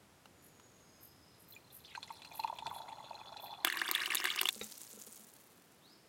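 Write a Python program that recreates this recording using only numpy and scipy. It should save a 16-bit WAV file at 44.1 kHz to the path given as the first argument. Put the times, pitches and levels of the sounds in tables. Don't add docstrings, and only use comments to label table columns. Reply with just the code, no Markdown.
import sys
import numpy as np
from scipy import signal
from scipy.io import wavfile

SR = 44100
rng = np.random.default_rng(int(sys.argv[2]) if len(sys.argv) > 2 else 0)


def put_to_file(sound):
    columns = np.atleast_2d(sound).T
    safe = np.clip(columns, -1, 1)
    whole_steps = np.round(safe * 32767)
    wavfile.write(sys.argv[1], SR, whole_steps.astype(np.int16))


N = 268524
TIME = np.arange(N) / SR

# (frequency [Hz], relative level [dB])
AIR_SPECTRUM = [(24, -57), (40, -20.5), (171, 1.5), (382, -0.5), (1090, -6.5), (2910, -12.5), (12100, -19),
                (16000, -27.5)]
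# (start [s], length [s], relative level [dB], first pitch [Hz], last pitch [Hz])
BIRD_WHISTLES = [(0.214, 0.99, -79.5, 7120, 6450), (0.7, 0.9, -80, 5080, 5060),
                 (2.4, 1.1, -83.5, 6950, 6630), (4.792, 0.47, -77, 6850, 6830),
                 (5.803, 0.18, -71, 2930, 5340)]
# (time [s], level [dB], pitch [Hz])
INSECT_RASPS = [(0.458, -63.5, 11400), (1.044, -57.5, 12600), (1.419, -65, 11300), (1.513, -58.5, 14100),
                (1.757, -54.5, 12100), (2.374, -53.5, 12500), (2.759, -57.5, 11200), (3.441, -56, 13000)]
# (time [s], relative level [dB])
HANDLE_CLICKS = [(0.256, -58), (0.598, -62)]
# (time [s], relative level [dB], contact time [ms])
TABLE_KNOCKS = [(4.56, -44.5, 1.14), (4.613, -42, 0.12), (4.934, -45.5, 1.54), (4.973, -48.5, 0.91),
                (5.071, -49.5, 0.91), (5.196, -42, 2.8)]
# (frequency [Hz], relative level [dB], t60 before contact damping [s])
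TABLE_MODES = [(216.5, -5, 0.22), (460, 6.5, 0.032), (798, -7.5, 0.061), (1347, -7, 0.14),
               (2280, 20.5, 0.0032), (3780, 9, 0.053)]
# (frequency [Hz], gain [dB])
FOAM_SPECTRUM = [(1500, -9), (4000, -4), (5500, -5), (6700, -2), (8000, -3.5), (16000, -4)]
# (frequency [Hz], width [Hz], relative level [dB])
WALL_MODES = [(1530, 1300, 9), (2470, 490, 11.5), (3486, 180, 18), (4050, 160, 19), (6100, 2200, -4.5)]
# (start [s], frequency [Hz], width [Hz], relative level [dB])
STEEL_TONES = [(1.8, 3455, 110, -62.5), (1.15, 4070, 340, -68.5)]
# (time [s], relative level [dB], pitch [Hz])
FAR_PLINKS = [(1.523, -43, 4070), (1.536, -43.5, 3420), (1.5504, -45, 7070), (1.5636, -38.5, 2426),
              (1.8487, -38, 3500), (1.9501, -31.5, 1573), (1.974, -43.5, 6370)]
# (time [s], relative level [dB], gulp pitch [Hz])
FAR_PLOPS = [(1.976, -39.5, 980), (2.104, -37.5, 1070), (2.394, -36, 910), (2.437, -40, 1130),
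             (2.445, -29.5, 920), (2.478, -38.5, 1100), (2.498, -36, 905), (2.526, -36, 682),
             (2.586, -45, 880), (2.623, -42, 900), (2.66, -37.5, 950), (2.673, -37, 723),
             (2.712, -35, 1106), (2.728, -42, 860), (2.762, -38, 790), (2.801, -39.5, 702),
             (3.001, -43, 1080), (3.108, -37.5, 720), (3.324, -43, 704)]
# (time [s], relative level [dB])
WALL_DROPS = [(1.7028, -51.5), (1.9508, -38), (2.0287, -35), (2.219, -42.5), (2.248, -40.5), (2.398, -33.5),
              (2.436, -36), (2.475, -41.5), (2.5863, -35.5), (2.6664, -32.5), (3.326, -51), (3.3682, -38)]
# (time [s], relative level [dB], pitch [Hz], climb [octaves])
CLOSE_BUBBLES = [(3.649, -20, 3270, 0.18), (3.6725, -20, 1380, 0), (3.679, -24, 3060, 0.67),
                 (3.700, -18.5, 1860, 0.013), (3.7247, -20, 1800, 0), (3.7709, -22, 1670, 0.23),
                 (3.8154, -17.5, 1760, 0.78), (3.879, -26.5, 3500, 0.22), (3.9497, -15.5, 3480, 0),
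                 (3.959, -22, 1800, 0.48), (3.9796, -26.5, 1850, 0.49), (4.017, -25, 1700, 0.42),
                 (4.034, -27, 2700, 0.61), (4.059, -21, 3000, 0.23), (4.1032, -22, 2640, 0.91),
                 (4.1186, -22.5, 2120, 1.0), (4.138, -25.5, 1810, 0.34), (4.1706, -19.5, 3720, 0.15),
                 (4.2536, -15.5, 1950, 0), (4.271, -23, 1640, 0), (4.302, -21, 3380, 0.66),
                 (4.3897, -20.5, 2890, 1.1), (4.4111, -22, 3100, 0.39), (4.455, -16, 3000, 0.27),
                 (4.4697, -22.5, 3320, 0.17), (4.4885, -12.5, 3580, 0.087)]
# (time [s], relative crack level [dB], relative air push level [dB])
CLOSE_SPLATS = [(3.6476, -7.5, -27.5), (3.671, -24, -32), (3.7717, -33, -41), (3.796, -30, -57),
                (3.8176, -44, -34), (3.889, -24, -33.5), (3.9125, -10, -34.5), (3.9527, -20, -44),
                (4.0769, -36, -39), (4.1474, -12, -37), (4.153, -10.5, -59), (4.2003, -27, -38),
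                (4.2415, -18, -34.5), (4.255, -19.5, -36), (4.36, -19, -42), (4.4132, -9.5, -33),
                (4.431, -22, -34.5), (4.4552, -22.5, -34.5), (4.487, -15, -38.5)]
# (frequency [Hz], gain [dB])
CRACK_SPECTRUM = [(300, -27), (1500, 5), (3500, 6), (6000, -1), (9000, 4.5), (15000, 0)]
# (frequency [Hz], width [Hz], relative level [dB])
HOLLOW_MODES = [(757, 36, 5), (1030, 81, 9.5), (1200, 160, 4.5)]

POUR_S, CLOSE_S, TAPER_S, STOP_S = 1.45, 3.645, 4.28, 4.5
MUG_AIR_HZ = 949


def amp(db):
    return 10 ** (np.asarray(db) / 20)


def unit_rms(x):
    return x / np.sqrt(np.mean(x ** 2) + 1e-20)


def since(s, t):
    return np.maximum(t - s, 0)


def close_up():
    return np.clip((TIME - CLOSE_S) / .01 + 1, 0, 1)


def add(mix, s, sound):
    part = mix[max(round(s * SR), 0):][:len(sound)]
    part += sound[:len(part)]


def colour(x, spectrum):
    hz, db = np.transpose(spectrum)
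    bins_hz = abs(np.fft.fftfreq(4096, 1 / SR)) + 1
    log_gain = np.log(amp(np.interp(np.log(bins_hz), np.log(hz), db)))
    taps = np.fft.ifft(np.exp(np.conj(signal.hilbert(log_gain)))).real
    return signal.oaconvolve(x, taps[:len(taps) // 2])[:len(x)]


def resonate(x, hz, width_hz, stages=2):
    carrier = np.exp(2j * np.pi * np.cumsum(hz * np.ones(len(x))) / SR)
    pole = np.exp(-np.pi * width_hz / SR)
    for _ in range(stages):
        x = 2 * (carrier * signal.lfilter([1 - pole], [1, -pole], x / carrier + 1e-18)).real
    return x


def ring(x, modes):
    t = np.arange(SR // 10) / SR
    response = sum(amp(db) * width * np.exp(-np.pi * width * t) * np.cos(2 * np.pi * hz * t)
                   for hz, width, db in modes)
    return signal.oaconvolve(x, response / np.linalg.norm(response))[:len(x)]


def reflections(x, t60, wet_db):
    t = np.arange(SR) / SR
    taps = rng.choice([-1, 1], len(t)) * (rng.random(len(t)) < 3000 / SR)
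    taps = taps * (t > .001) * amp(-60 * t / t60)
    return x + amp(wet_db) * signal.oaconvolve(x, taps / np.linalg.norm(taps))[:N]


def burst(decay_s):
    t = np.arange(SR // 25) / SR
    puff = rng.standard_normal(len(t)) * np.exp(-t / decay_s)
    return puff / np.linalg.norm(puff)


def patter(per_s, spread_db):
    size = amp(spread_db * np.minimum(rng.exponential(1, N), 4)) * rng.choice([-1, 1], N)
    return unit_rms(size * (rng.random(N) < per_s / SR))


def spurts(per_s, depth_db):
    knots = rng.standard_normal(N // 100)
    wander = np.interp(TIME * per_s, np.arange(len(knots)), knots)
    return amp(depth_db * np.clip(wander, -2, 2))


def bubble(hz, t60, rise, swell_cycles):
    t = np.arange(int(t60 * SR * 1.2)) / SR
    envelope = (1 - np.exp(-t * hz / swell_cycles)) * amp(-60 * t / t60)
    return envelope * np.sin(2 * np.pi * hz * t * (1 + rise * t / t60 / 2))


def chirp(hz, octaves, length_s):
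    progress = np.arange(0, length_s, 1 / SR) / length_s
    pitch = hz * 2 ** (octaves * (progress - 1 / 3))
    return np.sin(np.pi * progress ** .47) ** 2 * np.sin(2 * np.pi * np.cumsum(pitch) / SR)


def bubble_cluster(centre_hz):
    out = np.zeros(SR // 25)
    for k, (tune, wait) in enumerate(rng.uniform(-0.8, 1, (6, 2))):
        plink = bubble(centre_hz * 2 ** (0.5 * tune), t60=0.011, rise=0.042, swell_cycles=0.55)
        add(out, k * 0.00078 * (1 + wait / 2), plink / np.sqrt(k + 1))
    return out / np.linalg.norm(out)


def swarm(start, end, pitch, octaves, cycles, rise, spread_db, count):
    out = np.zeros(N)
    times = start + (end - start) * (np.arange(count) + rng.uniform(-0.965, 1, count)) / count
    for s, (tune, size, life) in zip(times, np.clip(rng.standard_normal((count, 3)), -2, 2)):
        hz = (pitch(s) if callable(pitch) else pitch) * 2 ** (octaves * tune)
        t60 = cycles / hz * np.exp(0.44 * life)
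        gain = amp(spread_db * size) * np.sqrt(hz)
        add(out, s, gain * bubble(hz, t60, rise, swell_cycles=0.53))
    return unit_rms(out) * np.sqrt((end - start) * SR / N)


def pond_air():
    wash, low = rng.standard_normal((2, N))
    rumble = unit_rms(resonate(low, hz=97, width_hz=124))
    swell = amp(-60) * np.exp(-((TIME - 2.665) / 0.051) ** 2)
    rumble_gain = amp(-70.5 - 9.5 * close_up()) + swell
    return amp(-65) * unit_rms(colour(wash, AIR_SPECTRUM)) + rumble_gain * rumble


def birds():
    out = np.zeros(N)
    for s, length, db, first_hz, last_hz in BIRD_WHISTLES:
        blur = rng.standard_normal(2 * SR)[:int(length * SR)]
        hz = first_hz + (last_hz - first_hz) * np.sin(np.linspace(0, np.pi / 2, len(blur)))
        whistle = unit_rms(resonate(blur, hz, width_hz=240))
        add(out, s, amp(db + 3) * whistle * signal.windows.tukey(len(blur), .6))
    return reflections(out, t60=0.6, wet_db=0)


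def insects():
    out = np.zeros(N)
    for s, db, hz in INSECT_RASPS:
        teeth = rng.standard_normal(SR // 4)[:int(.11 * SR)]
        strokes = 1 + 0.64 * np.cos(2 * np.pi * (48 * TIME[:len(teeth)] + rng.random()))
        wing = unit_rms(resonate(teeth * abs(teeth) * strokes, hz, width_hz=3000))
        add(out, s - len(wing) / SR / 2, amp(db) * wing * np.hanning(len(wing)))
    return reflections(out, t60=0.43, wet_db=-10)


def kettle_handle():
    out = np.zeros(N)
    for s, db in HANDLE_CLICKS:
        add(out, s, amp(db + 27.5) * burst(decay_s=0.0038))
    return ring(out, modes=[(1080, 790, 0), (2760, 250, 0)])


def table_knocks():
    out, t = np.zeros(N), np.arange(SR // 3) / SR
    for s, db, contact_ms in TABLE_KNOCKS:
        contact_s = contact_ms / 1000
        damping = 1 + 0.39 * contact_ms
        modes = sum(amp(level - 60 * damping * t / t60) * np.sin(2 * np.pi * hz * t)
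                    / (1 + (hz * contact_s) ** 2) for hz, level, t60 in TABLE_MODES)
        attack = 1 - np.exp(-t / (2 * contact_s))
        add(out, s, amp(db) * modes * attack)
    return reflections(out, t60=0.12, wet_db=-4.5)


def foam():
    hold_s, growth_db_per_s = 0.14, 12
    gathered = amp(-53 - growth_db_per_s * since(TIME, STOP_S))
    collapse = amp(-21.5 * since(STOP_S + hold_s, TIME) ** 2)
    left = close_up() * (collapse + amp(-32.5)) + 1e-6
    pitch = lambda s: 6740 * 2 ** (0.82 * since(STOP_S, s))
    pops = swarm(CLOSE_S, N / SR, pitch, octaves=0.42, cycles=6, rise=0.22, spread_db=5.5, count=1900)
    ticks = patter(per_s=3000 * left, spread_db=3) * np.sqrt(left.mean() / left)
    fizz = colour(1.16 * pops + ticks, FOAM_SPECTRUM)
    return fizz * spurts(per_s=240, depth_db=3.5) * left * gathered


def first_gush():
    start_s, end_s, fall_octaves_per_s = 1.845, 1.96, 8.1
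    pitch = lambda s: 4400 * 2 ** (-fall_octaves_per_s * since(start_s, s))
    return amp(-60) * swarm(start_s, end_s, pitch, octaves=0.3, cycles=50, rise=0.06, spread_db=3, count=90)


def singing_steel():
    build_s = 1.64
    drumming = patter(per_s=100, spread_db=3) * (1 - close_up())
    return sum(amp(db) * unit_rms(resonate(drumming, hz, width)) * np.minimum(since(s, TIME) / build_s, 1)
               for s, hz, width, db in STEEL_TONES)


def trickle():
    build_s, shallow_until_s, deep_s = 0.59, 2.61, 2.91
    flow = amp(-28 * np.clip(1 - since(POUR_S, TIME) / build_s, 0, 1))
    gurgle = swarm(POUR_S, CLOSE_S, 850, octaves=0.37, cycles=12, rise=0.12, spread_db=2, count=560)
    gurgle = unit_rms(gurgle + resonate(gurgle, MUG_AIR_HZ, width_hz=110, stages=1))
    gurgle *= amp(-60 - 12.5 * since(TIME, deep_s))
    spatter = swarm(POUR_S, CLOSE_S, 3400, octaves=0.45, cycles=24, rise=0.2, spread_db=5.5, count=600)
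    spatter = ring(amp(-69.5) * spatter, WALL_MODES)
    mist = swarm(POUR_S, CLOSE_S, 7800, octaves=0.5, cycles=17, rise=0.05, spread_db=4.5, count=700)
    mist *= amp(-68.5 - 25 * since(shallow_until_s, TIME))
    unevenness = spurts(per_s=70, depth_db=4)
    return unevenness * (flow * (gurgle + mist + spatter) + singing_steel())


def plops():
    out = np.zeros(N)
    for s, db, hz in FAR_PLINKS:
        add(out, s, amp(db - 7.5) * bubble(hz, t60=0.044, rise=0.037, swell_cycles=0.36))
    for (s, db, gulp_hz), tune in zip(FAR_PLOPS, rng.uniform(-1.7, 1, len(FAR_PLOPS))):
        air_hz = MUG_AIR_HZ * 2 ** (0.043 * tune)
        add(out, s, amp(db + 7.5) * bubble(air_hz, t60=0.032, rise=0.02, swell_cycles=2.14))
        add(out, s, amp(db - 4) * chirp(gulp_hz, octaves=0.04, length_s=0.011))
    return out


def wall_drops():
    out = np.zeros(N)
    soften = signal.butter(2, 9800, fs=SR, output="sos")
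    spots_db = 7 * rng.uniform(-1.8, 1, (len(WALL_DROPS), len(WALL_MODES)))
    for (s, db), spot_db in zip(WALL_DROPS, spots_db):
        modes = [(hz, width, level + bias) for (hz, width, level), bias in zip(WALL_MODES, spot_db)]
        blow = burst(decay_s=0.0064) + 0.66 * bubble_cluster(centre_hz=3215)
        strike = signal.sosfilt(soften, ring(blow, modes))
        add(out, s, amp(db + 16) * strike / np.linalg.norm(strike))
    return out


def far_pour():
    return reflections(plops() + wall_drops() + first_gush() + trickle(), t60=0.067, wet_db=-8.5)


def filling_tone(pushes, flow):
    start_hz, climb_hz_per_s = 334, 47
    stirring = amp(16) * pushes + amp(6) * flow * rng.standard_normal(N)
    return resonate(stirring, start_hz + climb_hz_per_s * since(CLOSE_S, TIME), width_hz=84)


def close_pour():
    bubbles, cracks, pushes = np.zeros((3, N))
    for s, db, hz, climb in CLOSE_BUBBLES:
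        length_s = 0.0037 + 0.0063 * abs(climb)
        add(bubbles, s, amp(db - 5.5) * chirp(hz, climb, length_s))
        add(bubbles, s, amp(db + 2) * bubble_cluster(centre_hz=3110))
        add(cracks, s, amp(db - 4.5) * burst(decay_s=0.0028))
    for s, crack_db, push_db in CLOSE_SPLATS:
        add(pushes, s, amp(push_db + 19) * np.ones(1))
        add(cracks, s + 0.00099, amp(crack_db + 4.5) * burst(decay_s=0.00051))
    flow = close_up() * amp(-44 - 42 * since(TAPER_S, TIME) - 379 * since(STOP_S, TIME))
    pitch = lambda s: 2115 * 2 ** (0.21 * since(CLOSE_S, s) + 0.74 * since(TAPER_S, s))
    churn = swarm(CLOSE_S, STOP_S, pitch, octaves=0.56, cycles=17, rise=0.4, spread_db=2.5, count=560)
    spray = swarm(CLOSE_S, STOP_S, 8500, octaves=0.42, cycles=22, rise=0.2, spread_db=5.5, count=330)
    pushes += amp(-19) * flow * patter(per_s=180, spread_db=2.5)
    mug = ring(pushes, HOLLOW_MODES) + filling_tone(pushes, flow)
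    stream = flow * spurts(per_s=60, depth_db=3.5) * (churn + amp(-10.5) * spray)
    return reflections(bubbles + stream + colour(cracks, CRACK_SPECTRUM) + mug, t60=0.022, wet_db=-9)


def scene():
    wildlife = insects() + birds()
    camp = far_pour() + close_pour() + foam() + table_knocks() + kettle_handle()
    return (camp + wildlife + pond_air())[None]


def record(dry):
    bass_cut = signal.butter(2, 60, "highpass", fs=SR, output="sos")
    band_limit = signal.firwin(255, 16300, window=("kaiser", 8), fs=SR)
    return signal.oaconvolve(signal.sosfilt(bass_cut, dry), band_limit[None], "same")


dry = scene()
out = record(dry)
put_to_file(out)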